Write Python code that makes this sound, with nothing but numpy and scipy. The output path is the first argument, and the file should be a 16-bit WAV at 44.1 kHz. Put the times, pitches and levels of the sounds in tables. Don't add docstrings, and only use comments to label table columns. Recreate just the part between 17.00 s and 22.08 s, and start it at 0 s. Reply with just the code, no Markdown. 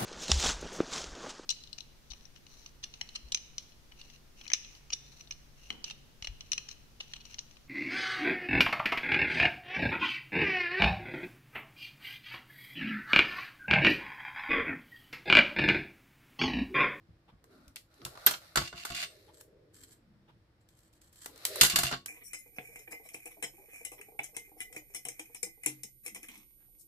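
import sys
import numpy as np
from scipy import signal
from scipy.fft import rfft, irfft, next_fast_len
from scipy.io import wavfile
from scipy.ndimage import map_coordinates

SR = 44100
rng = np.random.default_rng(int(sys.argv[2]) if len(sys.argv) > 2 else 0)


def persist_wave(psi):
    counts = np.round(np.clip(psi, -1, 1) * 32767).astype(np.int16)
    wavfile.write(sys.argv[1], SR, np.atleast_2d(counts).T)


N = 224149
TIME_S = np.arange(N) / SR
AGE_S = np.arange(SR // 2) / SR


def amp(db):
    return 10 ** (np.asarray(db) / 20)


def unit(x):
    return x / np.sqrt(np.mean(x ** 2) + 1e-20)


def fade(t60_s):
    return amp(-60 * AGE_S / max(t60_s, .002))


def along(points, hz):
    f, v = np.transpose(points)
    return np.interp(np.log(hz + 1), np.log(f + 1), v)


def wobble(knots_per_s):
    knots = rng.standard_normal(int(N * knots_per_s / SR) + 4)
    return map_coordinates(knots, [TIME_S * knots_per_s])


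def add(track, s, sound):
    part = track[:, round(s * SR):][:, :sound.shape[-1]]
    part += sound[..., :part.shape[-1]]


# f/Hz, correlation
CORRELATION = [(100, .96), (350, .9), (650, .5), (1200, .08), (2500, -.06), (12000, .06)]


def colour(pair, spectrum_db):
    n = pair.shape[-1]
    m = next_fast_len(n + 8192)
    hz = np.fft.rfftfreq(m, 1 / SR)
    turn = np.arccos(np.clip(along(CORRELATION, hz), -1, 1)) / 2
    shaped = rfft(pair, m) * amp(spectrum_db(hz))
    mid, side = irfft(shaped * [np.cos(turn), np.sin(turn)], m)[:, :n]
    return unit(np.array([mid + side, mid - side]))


def noise(points, size=N):
    return colour(rng.standard_normal((2, size)), lambda hz: along(points, hz))


def grains(rate_per_s, spread_db, t60_s):
    sizes = amp(spread_db * np.minimum(rng.exponential(size=N), 3))
    slips = (rng.random(N) < rate_per_s / SR) * sizes
    return signal.fftconvolve(slips, fade(t60_s))[:N] * rng.standard_normal((2, N))


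def ring(modes, weight_db=lambda hz: 0, scatter_db=5.0, blur_hz=8):
    out = np.zeros((2, len(AGE_S)))
    for hz, db, t60_s in modes:
        apart = np.arccos(np.clip(along(CORRELATION, hz), -1, 1)) * rng.choice([-1, 1]) / 2
        drift = np.cumsum(rng.standard_normal(len(AGE_S))) * np.sqrt(2 * np.pi * abs(blur_hz) / SR)
        phase = rng.uniform(0, 2 * np.pi) + drift + np.array([[apart], [-apart]])
        level = amp(db + weight_db(hz) + scatter_db * rng.standard_normal())
        out += level * fade(t60_s) * np.sin(2 * np.pi * hz * AGE_S + phase)
    return out


def resonate(x, response):
    kernel = unit(response) / np.sqrt(response.shape[-1])
    return signal.fftconvolve(x, kernel, axes=1)[:, :N]


def resonance_gain(peaks, hz):
    return sum(amp(db) ** 2 / (1 + ((hz - centre) / width) ** 2) for centre, width, db in peaks)


def body(modes, hz, lift_db, width_hz):
    peaks = [(centre, width_hz, db + lift_db) for centre, db, _ in modes]
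    return 10 * np.log10(1 + resonance_gain(peaks, hz))


# f/Hz, level/dB
CONTACT_SPECTRUM = [(30, -32.5), (250, -4), (700, 3.5), (1300, 5.5), (2000, 1), (4500, 0.5), (8000, 1.5),
                    (12000, 1), (15000, -3), (17000, -20.5)]


def contacts(rows, modes, t60_s, crack_db, ring_db, attack_s, lift_db, width_hz):
    track = np.zeros((2, N))
    grid = np.arange(0, SR // 2, 10)
    shape = along(CONTACT_SPECTRUM, grid) + body(modes, grid, lift_db, width_hz)
    for s, db, knock_db, treble_db in rows:
        tint = [(1400, knock_db), (2300, 0), (5000, 0), (11000, treble_db)]
        hardness = lambda hz: along(tint, hz)
        strength = np.sqrt(1 + amp(knock_db) ** 2 + amp(treble_db) ** 2)
        spectrum = lambda hz: np.interp(hz, grid, shape) + hardness(hz)
        crack = strength * colour(rng.standard_normal((2, len(AGE_S))), spectrum)
        blow = amp(crack_db) * crack * fade(t60_s) + amp(ring_db) * ring(modes, hardness)
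        add(track, s, amp(db) * blow * (1 - fade(attack_s)))
    return track


def stroke(start, length, db, swell_db, edges_s):
    attack, release = np.maximum(edges_s, .005)
    progress = np.clip((TIME_S - start) / length, 0, 1)
    before = np.maximum(start - TIME_S, 0) / attack
    after = np.maximum(TIME_S - start - length, 0) / release
    return amp(db + swell_db * (progress - .5) - 60 * np.minimum(before + after, 4))


def strokes(rows, edges_s):
    return np.max([stroke(*row, edges_s) for row in rows], axis=0)


# f/Hz, level/dB
AIR_SPECTRUM = [(12, -35.5), (20, -11), (107, -3), (270, -17.5), (328, -8), (388, -22.5), (472, -16.5),
                (897, -24.5), (1120, -24.5), (1860, -25.5), (2750, -32), (4180, -32.5), (5530, -34.5),
                (6010, -42), (16000, -48)]
AIR_DB = -67


def air():
    return amp(AIR_DB + .8 * wobble(1.4)) * noise(AIR_SPECTRUM)


# f/Hz, t60/s
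WALLS_T60 = [(100, .3), (1000, 0.12), (4000, 0.19), (9000, 0.2), (14000, 0.22)]


def room(x):
    hz, t, z = signal.stft(rng.standard_normal((2, SR // 2)), SR, nperseg=256)
    t60_s = np.maximum(along(WALLS_T60, hz), .02)[:, None]
    tail = signal.istft(z * amp(-60 * t / t60_s), SR, nperseg=256)[1]
    delayed = np.pad(colour(tail, np.zeros_like), ((0, 0), (SR // 200, 0)))
    return resonate(x, delayed)


CLOCK_FIRST_S, CLOCK_PERIOD_S, CLOCK_DB = .281, 1, -63


def clock(start_hz=760, rise_hz_per_s=7000, length_s=0.035):
    track = np.zeros((2, N))
    swell = np.sqrt(np.abs(np.sin(np.pi * np.minimum(AGE_S / length_s, 1))))
    whirr = np.sin(2 * np.pi * (start_hz + rise_hz_per_s * AGE_S / 2) * AGE_S)
    spectrum = [(300, -7.5), (1000, -2), (2000, -13.0), (3400, -9.5), (6000, -31.5), (15000, -35)]
    for s in np.arange(CLOCK_FIRST_S, N / SR, CLOCK_PERIOD_S):
        rasp = noise(spectrum, size=len(AGE_S))
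        add(track, s - .003, amp(CLOCK_DB) * swell * (whirr + rasp))
    return track


# t/s, length/s, level/dB, swell/dB, first f/Hz, last f/Hz
SLEEVE_DRAGS = [(.46, 0.24, -66, 0.5, 399, 208.6), (0.999, .19, -61.5, 1, 330, 749.4),
                (2.05, 0.64, -66, 0, 507.7, 433.2), (2.67, 0.32, -70, -1.5, 418.4, 307.7),
                (3.057, .35, -67.5, -3, 175.8, 170.2), (4.3, 0.2, -66.5, -11, 406, 475),
                (4.51, 0.092, -47, 4.5, 522, 498.5)]
SLEEVE_EDGES_S = (.18, 0.16)


def sleeve():
    glide = []
    for start, length, _, _, first, last in SLEEVE_DRAGS:
        glide += [(start, first), (start + length, last)]
    s, hz = np.transpose(glide)
    ribs = np.cumsum(np.interp(TIME_S, np.maximum.accumulate(s), hz)) / SR
    knots = rng.standard_normal((2, 2, N // 10))
    knots_per_rib = .75
    uneven = lambda k: map_coordinates(k, [ribs * knots_per_rib], mode="wrap")
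    a, b = [np.array([uneven(k) for k in pair]) for pair in knots]
    murmur = colour(a * np.cos(2 * np.pi * ribs) + b * np.sin(2 * np.pi * ribs), np.zeros_like)
    gain = strokes([row[:4] for row in SLEEVE_DRAGS], SLEEVE_EDGES_S)
    return gain * amp(0.76 * wobble(20)) * murmur


# t/s, thud level/dB, ring level/dB
TABLE_BUMPS = [(0.089, -31.5, -72), (0.327, -30, -68), (.672, -34.5, -73), (1.021, -46, -53),
               (1.055, -27, -49), (1.269, -46.5, -44.5), (1.573, -33, -31.5), (1.617, -20.5, -54),
               (1.734, -34, -50), (1.904, -40, -44.5), (4.612, -29, -34), (4.735, -21.5, -42.5),
               (4.784, -29, -37), (4.836, -25, -39), (4.922, -41.5, -37.5)]
# f/Hz, level/dB, t60/s
TABLE_MODES = [(56, -3, .2), (134, -1, .2), (186, -6, .26), (255, -8, .2), (351, -4.5, .28), (695, -4, .18),
               (738, -7, .15), (1112, -3, .22), (1214, -5, .12), (1295, -4, .14), (1400, -3, .1),
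               (1480, -5, .12)]
# f/Hz, level/dB
THUD_SPECTRUM = [(20, -18), (55, 14.5), (180, 7), (400, -26), (900, -39), (3000, -69)]
THUD_T60_S, THUD_ATTACK_S = 0.14, 0.048


def table():
    track = np.zeros((2, N))
    for s, thud_db, ring_db in TABLE_BUMPS:
        thud = amp(thud_db - 16) * noise(THUD_SPECTRUM, size=len(AGE_S)) * fade(THUD_T60_S)
        ringing = amp(ring_db) * ring(TABLE_MODES, scatter_db=3.5, blur_hz=3.3)
        add(track, s - .003, (thud + ringing) * (1 - fade(THUD_ATTACK_S)))
    return track


# t/s, length/s, level/dB, swell/dB, hiss over swish/dB
PAPER_BRUSHES = [(0.514, 0.15, -67.5, -4.5, -11), (0.915, 0.4, -63, 20, -5.5), (1.419, 0.23, -70, -13, -1),
                 (2.1, .19, -77, -8, 5.5), (4.292, 0.18, -66.5, 19, 0.5), (4.461, 0.16, -57, 13.5, 5.5)]
# f/Hz, level/dB
SWISH_SPECTRUM = [(320, -33), (550, -4), (774, -7), (948, -15), (1430, -2), (1680, -16.5), (2500, -25.5),
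                  (3250, -41.5), (5500, -120)]
# f/Hz, level/dB
HISS_SPECTRUM = [(1060, -39.5), (1800, -2.5), (3200, -11), (3990, -1), (6530, -14), (7220, -14),
                 (10000, -14.5), (11700, -12.5), (14600, -18.5), (16000, -42)]
BRUSH_EDGES_S = (.15, 0.37)


def brushing():
    face = strokes([row[:4] for row in PAPER_BRUSHES], BRUSH_EDGES_S)
    swish = face * amp(2 * wobble(27)) * noise(SWISH_SPECTRUM)
    edge_rows = [(s, length, db + hiss_db, swell_db) for s, length, db, swell_db, hiss_db in PAPER_BRUSHES]
    slips = grains(rate_per_s=7100, spread_db=2.0, t60_s=0.0046)
    hiss = strokes(edge_rows, BRUSH_EDGES_S) * colour(slips, lambda hz: along(HISS_SPECTRUM, hz))
    return swish + amp(5.5) * hiss


# t/s, level/dB, knock/dB, treble/dB
PENCIL_HITS = [(1.2632, -16, -10, 0.5), (1.2685, -11.5, -4, -17.5), (1.287, -26, -2.5, -5),
               (1.3095, -24, 0, -1.5), (1.337, -25.5, -5.5, -23.5)]
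# f/Hz, level/dB, t60/s
BARREL_MODES = [(1390, 0, .08), (3080, -7, .06), (4200, -6, .05), (7294, -4, .07), (13020, -3, .04)]
PENCIL_T60_S, PENCIL_RING_DB = 0.058, -21


def pencil():
    hits = contacts(PENCIL_HITS, BARREL_MODES, PENCIL_T60_S, crack_db=-6.0, ring_db=PENCIL_RING_DB,
                    attack_s=0.0076, lift_db=10, width_hz=89)
    return hits * amp([[-1.2], [1.2]])


# t/s, level/dB
CLIP_HIT = (1.2632, -5)
# f/Hz, level/dB, t60/s
CLIP_MODES = [(12770, -7, .035), (13020, 0, .04), (13630, -16, .04)]


def ping():
    track = np.zeros((2, N))
    s, db = CLIP_HIT
    add(track, s, amp(db) * ring(CLIP_MODES, scatter_db=1, blur_hz=40) * (1 - fade(.004)))
    return track * amp([[-1.4], [1.4]])


# t/s, level/dB, knock/dB, treble/dB
DRY_SNAPS = [(.4407, -60, 12, 0.5), (.6796, -50.5, -28, -4.5), (.7588, -34.5, -13, -3.5),
             (.7657, -36.5, -13, -54), (.9406, -58, -13, -4), (1.0164, -48.5, -2, -43),
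             (1.0502, -27.5, -13, -4), (1.0622, -41.5, 4.5, -7), (1.1543, -50, 7.5, -27),
             (1.1738, -47, 8, -19), (2.4098, -50, -1, 5.5), (3.688, -56, -17, -2.5), (3.789, -58.5, -20, 0),
             (3.935, -59.5, -22, -2.5), (4.016, -55, -25.5, -2), (4.1275, -60, -24, 5),
             (4.158, -57.5, -25, 5), (4.2592, -34.5, 0.5, 0), (4.359, -50, -15, -1), (4.3765, -48, -19, 0),
             (4.4513, -19, -10.5, 0), (4.465, -34, -12, 4), (4.5581, -39, 7, 11.5),
             (5.0596, -32.5, -6.5, 1.5)]
# f/Hz, level/dB, t60/s
STEEL_MODES = [(1480, 0, .1), (1690, -3, .14), (2020, -3, .14), (2240, -6, .16), (2790, 0, .22),
               (3020, -4, .18), (3480, -3, .12), (3595, 0, .16), (3978, -2, .16), (4227, 0, .16),
               (4550, -1, .16), (4651, -2, .22), (4925, -5, .2), (5290, -6, .14), (6070, -4, .2),
               (6517, -4, .15), (6911, -3, .14), (7272, 3, .14), (7700, -7, .16), (8325, 1, .16),
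               (10490, -3, .12), (11200, -1, .11), (11660, 0, .12), (13000, -3, .12), (14280, -5, .1)]
SNAP_T60_S, SNAP_RING_DB = 0.019, -39.5


def snaps():
    return contacts(DRY_SNAPS, STEEL_MODES, SNAP_T60_S, crack_db=1, ring_db=SNAP_RING_DB,
                    attack_s=0.005, lift_db=-7.5, width_hz=90)


# t/s, length/s, level/dB, swell/dB
CARD_CUTS = [(2.336, .055, -69.5, -6), (2.402, 0.01, -66, 3.5), (2.738, 0.11, -66.5, 3),
             (2.875, 0.06, -69.5, 16.5), (3.61, .015, -81, 2), (3.684, .2, -79.5, 6),
             (3.93, 0.052, -80.5, -10), (4.014, 0.084, -76, -6), (4.124, 0.13, -67, 14.5)]
# f/Hz, level/dB
SHEAR_SPECTRUM = [(590, -41), (1000, -6), (1730, 1), (2740, -10.5), (3050, -2), (3670, -3.5), (4170, -2.5),
                  (6550, -2), (7790, 4), (10400, -7.5), (14600, -6), (15500, -19), (16000, -43)]
# f/Hz, width/Hz, level before lift/dB
HELD_BLADE_PEAKS = [(1725, 35, -5), (3170, 27, 2), (4290, 200, -2), (7600, 36, 3), (7880, 120, -2.5),
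                    (8980, 73, 0), (10600, 86, 1), (11600, 120, 4)]
HELD_LIFT_DB = 6
CUT_EDGES_S = (0.025, 0.027)


def cutting():
    lift = amp(HELD_LIFT_DB) ** 2
    peaks_db = lambda hz: 10 * np.log10(1 + lift * resonance_gain(HELD_BLADE_PEAKS, hz))
    blades = lambda hz: along(SHEAR_SPECTRUM, hz) + peaks_db(hz)
    fibres = colour(grains(rate_per_s=1900, spread_db=9.5, t60_s=0.022), blades)
    return amp(6.5) * strokes(CARD_CUTS, CUT_EDGES_S) * fibres


# t/s, length/s, level/dB, swell/dB
MAT_SLIDES = [(1.6, 0.077, -44, 1), (1.765, 0.073, -48.5, 1.5), (1.87, 0.058, -45.5, 9.5),
              (1.955, 0.085, -37, 1.5), (4.712, 0.026, -33.5, 3), (4.76, 0.12, -39.5, 12.5),
              (4.88, 0.068, -41.5, -6.5)]
# f/Hz, level/dB
FRICTION_SPECTRUM = [(120, -31), (200, -20.5), (473, -44.5), (696, -5.5), (916, -31.5), (1100, -11),
                     (1400, -18.5), (2600, -7.5), (3800, -14.5), (4520, -12), (4770, -11.5), (7010, -19),
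                     (16000, -29)]
SLIDE_EDGES_S = (0.099, 0.047)


def sliding():
    scrape = lambda hz: along(FRICTION_SPECTRUM, hz) + body(STEEL_MODES, hz, lift_db=8, width_hz=45)
    slips = grains(rate_per_s=2500, spread_db=4, t60_s=.004)
    rub = strokes(MAT_SLIDES, SLIDE_EDGES_S) * colour(slips, scrape)
    steel = resonate(rub, ring(STEEL_MODES))
    wood = resonate(rub, ring(TABLE_MODES, scatter_db=1))
    return amp(-0.5) * rub + amp(-17) * steel + amp(-19.0) * wood


# t/s, level/dB, knock/dB, treble/dB
SCISSORS_HITS = [(1.557, -21.5, 5.5, -2.5), (1.572, -16.5, 2, -12.5), (1.6153, -41, 11.5, -22),
                 (1.6764, -34, -17, -15), (1.727, -44.5, 10, -24), (1.777, -37.5, -5, -33),
                 (1.8503, -31.5, 4.5, -1), (1.9016, -39.5, 0.5, -5), (1.949, -29.5, -11, -8),
                 (4.6108, -4, -9.5, -3), (4.6324, -13.5, -2.5, 1), (4.648, -14, -8, -6),
                 (4.6614, -19, -5.5, -2), (4.698, -19, -12, -5.5), (4.7584, -12, -3, -4),
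                 (4.787, -17.5, -3.5, 1.5), (4.833, -21.5, 0, 0), (4.912, -36.5, 11, -6),
                 (4.9242, -27.5, 4.5, -30), (4.9364, -32.5, 6.5, -43)]
SCISSORS_T60_S, SCISSORS_RING_DB = .056, -28.5


def scissors():
    clatter = contacts(SCISSORS_HITS, STEEL_MODES, SCISSORS_T60_S, crack_db=-5, ring_db=SCISSORS_RING_DB,
                       attack_s=0.0045, lift_db=10, width_hz=45)
    return (clatter + sliding()) * amp([[-.5], [.5]])


def scene():
    paper = brushing() + snaps() + cutting()
    near = clock() + sleeve() + paper + pencil() + scissors()
    return air() + amp(-6.5) * room(near) + table() + ping() + near


CEILING, TOP_HZ = .8, 15400


def record(dry):
    rounded = dry / (1 + (dry / CEILING) ** 8) ** (1 / 8)
    m = next_fast_len(N + SR // 2)
    hz = np.fft.rfftfreq(m, 1 / SR)
    return irfft(rfft(rounded, m) / np.sqrt(1 + (hz / TOP_HZ) ** 140), m)[:, :N]


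dry = scene()
out = record(dry)
persist_wave(out)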